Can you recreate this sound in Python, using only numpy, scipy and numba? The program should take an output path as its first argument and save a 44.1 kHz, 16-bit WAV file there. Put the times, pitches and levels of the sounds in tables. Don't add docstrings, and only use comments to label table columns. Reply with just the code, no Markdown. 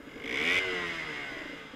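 import sys
import numpy as np
from scipy import signal
from scipy.fft import rfft, irfft
from scipy.io import wavfile
from scipy.ndimage import uniform_filter1d
from numba import njit

SR = 44100
rng = np.random.default_rng(int(sys.argv[2]) if len(sys.argv) > 2 else 0)


def wav_record(signal):
    frames = np.transpose(np.atleast_2d(signal))
    bounded = np.clip(frames, -1, 1)
    quanta = np.round(bounded * 32767).astype(np.int16)
    wavfile.write(sys.argv[1], SR, quanta)


def how_loud(loudness_db):
    steps = np.asarray(loudness_db, float) / 20
    return 10 ** steps


N = 77175


def level(x, db):
    return x * how_loud(db) / np.sqrt(np.mean(x ** 2))


def sine(cycles):
    return np.sin(2 * np.pi * cycles)


@njit
def resonator(x, hz, width):
    y, band, low = np.empty(len(x)), 0., 0.
    g, damping = np.tan(np.pi * hz / SR), width / hz
    for i in range(len(x)):
        v = (band + g * (x[i] - low)) / (1 + g * (g + damping))
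        band = 2 * v - band
        low += 2 * g * v
        y[i] = damping * v
    return y


def ring(x, peaks):
    out = 0
    for k, (hz, width, db) in enumerate(peaks):
        out = out + (-1) ** k * how_loud(db) * resonator(x, float(hz), float(width))
    return out


def colour(x, points):
    hz, db = np.array(points).T
    f = np.maximum(np.arange(N // 2 + 1) * SR / N, 1)
    return irfft(rfft(x) * how_loud(np.interp(np.log(f), np.log(hz), db)), N)


def walk(rate):
    hold = int(SR / rate)
    steps = np.repeat(rng.standard_normal(N // hold + 1), hold)[:N]
    return uniform_filter1d(uniform_filter1d(steps, hold), hold)


@njit
def feed_back(x, back, keep):
    y = x.copy()
    for i in range(len(x)):
        if back[i] >= 0:
            y[i] += keep * y[int(back[i] + .5)]
    return y


def repeating(turns, keep):
    fresh = rng.standard_normal(N) * np.sqrt(1 - keep ** 2)
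    one_turn_ago = np.interp(turns - 1, turns, np.arange(N) * 1., left=-1.)
    return feed_back(fresh, one_turn_ago, keep)


def orders(turns, hz, table, peaks, leak_db, wander_db, slip):
    out = 0
    for k, db in table:
        power = how_loud(2 * leak_db)
        for centre, width, peak_db in peaks:
            power = power + how_loud(2 * peak_db) / (1 + (2 * (k * hz - centre) / width) ** 4)
        loudness = np.sqrt(power) * how_loud(db + wander_db * walk(13.8))
        out = out + loudness * sine(k * turns + rng.random() + slip * walk(24.55))
    return np.sqrt(2) * out


# (centre [Hz], width [Hz], level [dB])
AIRBOX_MODES = [(1105, 13, -8), (1550, 23, -5), (2080, 400, -9.5), (2550, 29, 3.5), (2827, 19, 1.5),
                (3086, 96, -8.5), (5060, 58, -12.5), (6000, 170, -15), (7420, 230, -28.5), (9450, 85, -44),
                (10070, 310, -41), (12300, 1100, -61), (13700, 270, -36)]
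# (frequency [Hz], density [dB per Hz])
AIR_RUSH = [(500, -3.5), (1600, -3.5), (3400, 4.5), (4100, -28.5), (6000, -23), (8000, -37), (13900, -52),
            (15500, -70)]
GULP_S, GULP_EDGE_S, GULP_STRETCH = .00855, .0015, .2
HOWL_REST_HZ, HOWL_FROM_HZ, HOWL_TO_HZ = 1950, 2600, 2070
FULL_SPEED = 94
OVERTONE_FROM_HZ, OVERTONE_TO_HZ = 3750, 2800


def intake(turns, hz, open_db):
    since, turn = turns % 1 / hz, turns.astype(int)
    gulp_s = GULP_S * (FULL_SPEED / hz) ** GULP_STRETCH
    gate = np.clip(np.minimum(since, gulp_s - since) / GULP_EDGE_S, 0, 1)
    gate = gate * (1 - .24 * np.cos(2 * np.pi * 198 * (since + .00015)))
    rasp = repeating(turns, .7) * gate

    start_hz = HOWL_REST_HZ + (HOWL_FROM_HZ - HOWL_REST_HZ) * hz / FULL_SPEED
    glide = since ** 2 / (2 * GULP_S)
    cycles = start_hz * since + (HOWL_TO_HZ - start_hz) * glide
    chance = rng.standard_normal((200, 2))
    slip, size = .038 * np.cumsum(chance[:, 0]), how_loud(1.0 * chance[:, 1])
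    howl = resonator(gate * size[turn] * sine(cycles + slip[turn]), 2140., 610.)

    upper = OVERTONE_FROM_HZ * since + (OVERTONE_TO_HZ - OVERTONE_FROM_HZ) * glide
    upper_gain = how_loud(-10 + 2.5 * walk(95.1))
    howl = howl + upper_gain * gate * sine(upper + .2 * walk(150))

    rasp = level(ring(rasp, AIRBOX_MODES), -10) + level(colour(rasp, AIR_RUSH), -9.5)
    snap = rng.standard_normal(N) * gate * np.exp(-since / .003)
    snap = colour(snap, [(2000, -30), (4000, 0), (8000, -9), (14000, -18), (15500, -30)])
    howl = howl + level(snap, -27)
    return how_loud(open_db) * level(howl, 0) + how_loud(.8 * open_db - 7) * rasp


# (centre [Hz], width [Hz], level [dB])
HOT_PIPE = [(81, 67, -17.5), (141, 33, -9), (259.3, 39.6, 0), (322, 49, -4.5), (381.6, 26, -4.5),
            (447.4, 43, 1), (542, 60, -9), (723, 70, -10), (1086, 89, -9.5)]


def firing(turns, hz, open_db, shut):
    even = [(k, 0) for k in range(1, 14)]
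    stack = orders(turns, hz, even, HOT_PIPE, leak_db=-32, wander_db=1.0, slip=.029)
    drone = level(resonator(rng.standard_normal(N), 450., 30.), -41)
    return how_loud(-24.5 + .58 * open_db) * stack + how_loud(.25 * open_db) * drone * (1 - shut)


# (centre [Hz], width [Hz], level [dB])
CASE_MODES = [(1075, 40, -14), (1240, 40, -9), (1522, 70, -5.5), (1924, 60, 2), (2065, 127, 1.5),
              (2213, 60, 3), (2818, 94, -8), (3000, 202, -1), (3260, 90, -12), (4600, 300, -15),
              (5050, 260, -15), (5650, 300, -19), (7530, 200, -32)]
# (frequency [Hz], density [dB per Hz])
CASING_WALLS = [(100, -13), (450, -8.5), (800, -14), (1600, -7), (3500, -11.5), (4100, -20), (7000, -30.5),
                (15500, -60.5)]
# (multiple of crank rate [1], level [dB])
GEAR_TEETH = [(12, -2), (14, -3), (16, 0), (17, -4), (22, 3), (23, -11), (24, -7), (25, -11), (26, -2),
              (27, -5), (28, -9), (29, -5), (30, -4), (31, -4), (32, -7), (34, -10)]
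# (centre [Hz], width [Hz], level [dB])
GEARBOX_MODES = [(1062, 51, -12), (1241, 41, -9.5), (1511, 106, -13), (1917, 110, -3), (2066, 170, 0.5),
                 (2176, 69, -1.5), (3030, 320, -4)]
# (multiple of crank rate [1], level [dB])
PUMP_PULSES = [(1, -14), (2, -18), (3, -14), (4, 0), (5, -7), (6, -10), (7, -17), (8, -15), (9, -23),
               (10, -12)]
# (centre [Hz], width [Hz], level [dB])
OVERRUN_PIPE = [(157, 34, 4), (317, 110, -11), (377.8, 33.5, -2), (449.9, 35.8, 3), (652, 29, 4),
                (708, 55, -3.5)]


def mechanics(turns, hz, run_db, shut):
    clatter = repeating(turns, .45)
    cases = level(ring(clatter * how_loud(1.5 * walk(60)), CASE_MODES), -3)
    cases = cases + level(colour(clatter, CASING_WALLS), -1)
    teeth = orders(turns, hz, GEAR_TEETH, GEARBOX_MODES, leak_db=-16, wander_db=2.5, slip=.1)
    pump = orders(turns, hz, PUMP_PULSES, OVERRUN_PIPE, leak_db=-18, wander_db=1.5, slip=.0085)
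    return how_loud(run_db) * (cases + how_loud(-1.5) * teeth + shut * pump)


# (time [s], peak level [dB], pitch
# [Hz])
POP_EVENTS = [(0, -40, 300), (.035, -43, 293), (.072, -36, 296), (.159, -36, 280), (.245, -33, 275),
              (.323, -35, 270), (.415, -35, 290), (.729, -39, 300), (.775, -41, 290), (.819, -39, 295),
              (.909, -39, 300), (1.009, -39, 300), (1.1, -39, 297), (1.317, -35, 295), (1.366, -34.5, 305),
              (1.413, -35, 310), (1.455, -33.5, 300), (1.494, -34.5, 290), (1.531, -34, 285),
              (1.56, -42, 310), (1.61, -43, 260), (1.651, -42, 270), (1.736, -36, 270)]
POP_RISE_S, POP_FALL_S = .006, .0062


def pops(t):
    out = np.zeros(N)
    for s, db, hz in POP_EVENTS:
        since = np.maximum(t - s + .002, 0)
        swell = (1 - np.exp(-(since / POP_RISE_S) ** 2)) * np.exp(-since / POP_FALL_S)
        tone = sine(hz * since) + .36 * sine(1.95 * hz * since)
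        out += how_loud(db + 4) * 2 * swell * tone
    return out


# (frequency [Hz], density [dB per Hz])
STREET_HUM = [(12, 8), (25, -4), (112, -5), (289, -6), (705, -18.5), (1670, -8), (2400, -43),
              (15500, -34.5)]


def street(t):
    fade_db = -2 * t
    flutter = rng.standard_normal(N) * how_loud(2 * walk(4.9))
    hum = level(colour(flutter, STREET_HUM), -51) * how_loud(fade_db)
    whine = how_loud(-76.5 + fade_db + 3 * walk(14.5)) * np.sqrt(2) * sine(6804 * t)
    return hum + whine


# (time [s], level [dB])
THROTTLE_HAND = [(0, -70), (.09, -58), (.22, -50), (.245, -42), (.33, -35.5), (.41, -33.5), (.45, -31.5),
                 (.52, -28.5), (.593, -28), (.6, -60), (1.75, -70)]
# (time [s], speed [turns per s])
CRANK_SPEED = [(0, 43), (.2, 47.8), (.24, 52), (.32, 62), (.4, 74.3), (.48, 85.5), (.52, 89.5), (.56, 92.8),
               (.595, 95.6), (.62, 95), (.68, 92.3), (.76, 89.7), (.88, 85.5), (1.0, 80.7), (1.2, 72.2),
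               (1.4, 63.8), (1.56, 57.3), (1.75, 52)]
# (time [s], level [dB])
MECHANICAL_LEVEL = [(0, -56), (.2, -54), (.4, -40), (.58, -36.5), (.67, -38), (.8, -38), (1.08, -41.5),
                    (1.17, -41.5), (1.35, -44.5), (1.56, -47), (1.75, -50.5)]
PORT_OPENS_AT_S = .3845
ECHO_S, ECHO_DB = .0173, -15


def scene():
    t = np.arange(N) / SR
    hz = np.interp(t, *np.array(CRANK_SPEED).T)
    turns = np.cumsum(hz) / SR
    turns = turns + (-np.interp(PORT_OPENS_AT_S, t, turns)) % 1
    open_db = np.interp(t, *np.array(THROTTLE_HAND).T)
    run_db = np.interp(t, *np.array(MECHANICAL_LEVEL).T)
    shut = np.clip((t - THROTTLE_HAND[-3][0]) / .02, 0, 1)
    bike = intake(turns, hz, open_db) + firing(turns, hz, open_db, shut)
    bike = bike + mechanics(turns, hz, run_db, shut) + pops(t)
    echo = np.interp(t - ECHO_S, t, bike, left=0)
    return (bike + how_loud(ECHO_DB) * echo + street(t))[None]


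def band_limit(x):
    return signal.sosfilt(signal.butter(12, 15620, fs=SR, output="sos"), x)


def record(dry):
    microphone = signal.butter(N=3, Wn=[16, 14200], btype="band", fs=SR, output="sos")
    top_cut = signal.ellip(8, .2, 60, 15600, fs=SR, output="sos")
    mix = signal.sosfilt(top_cut, signal.sosfilt(microphone, dry))
    return band_limit(mix)


dry = scene()
out = record(dry)
wav_record(out)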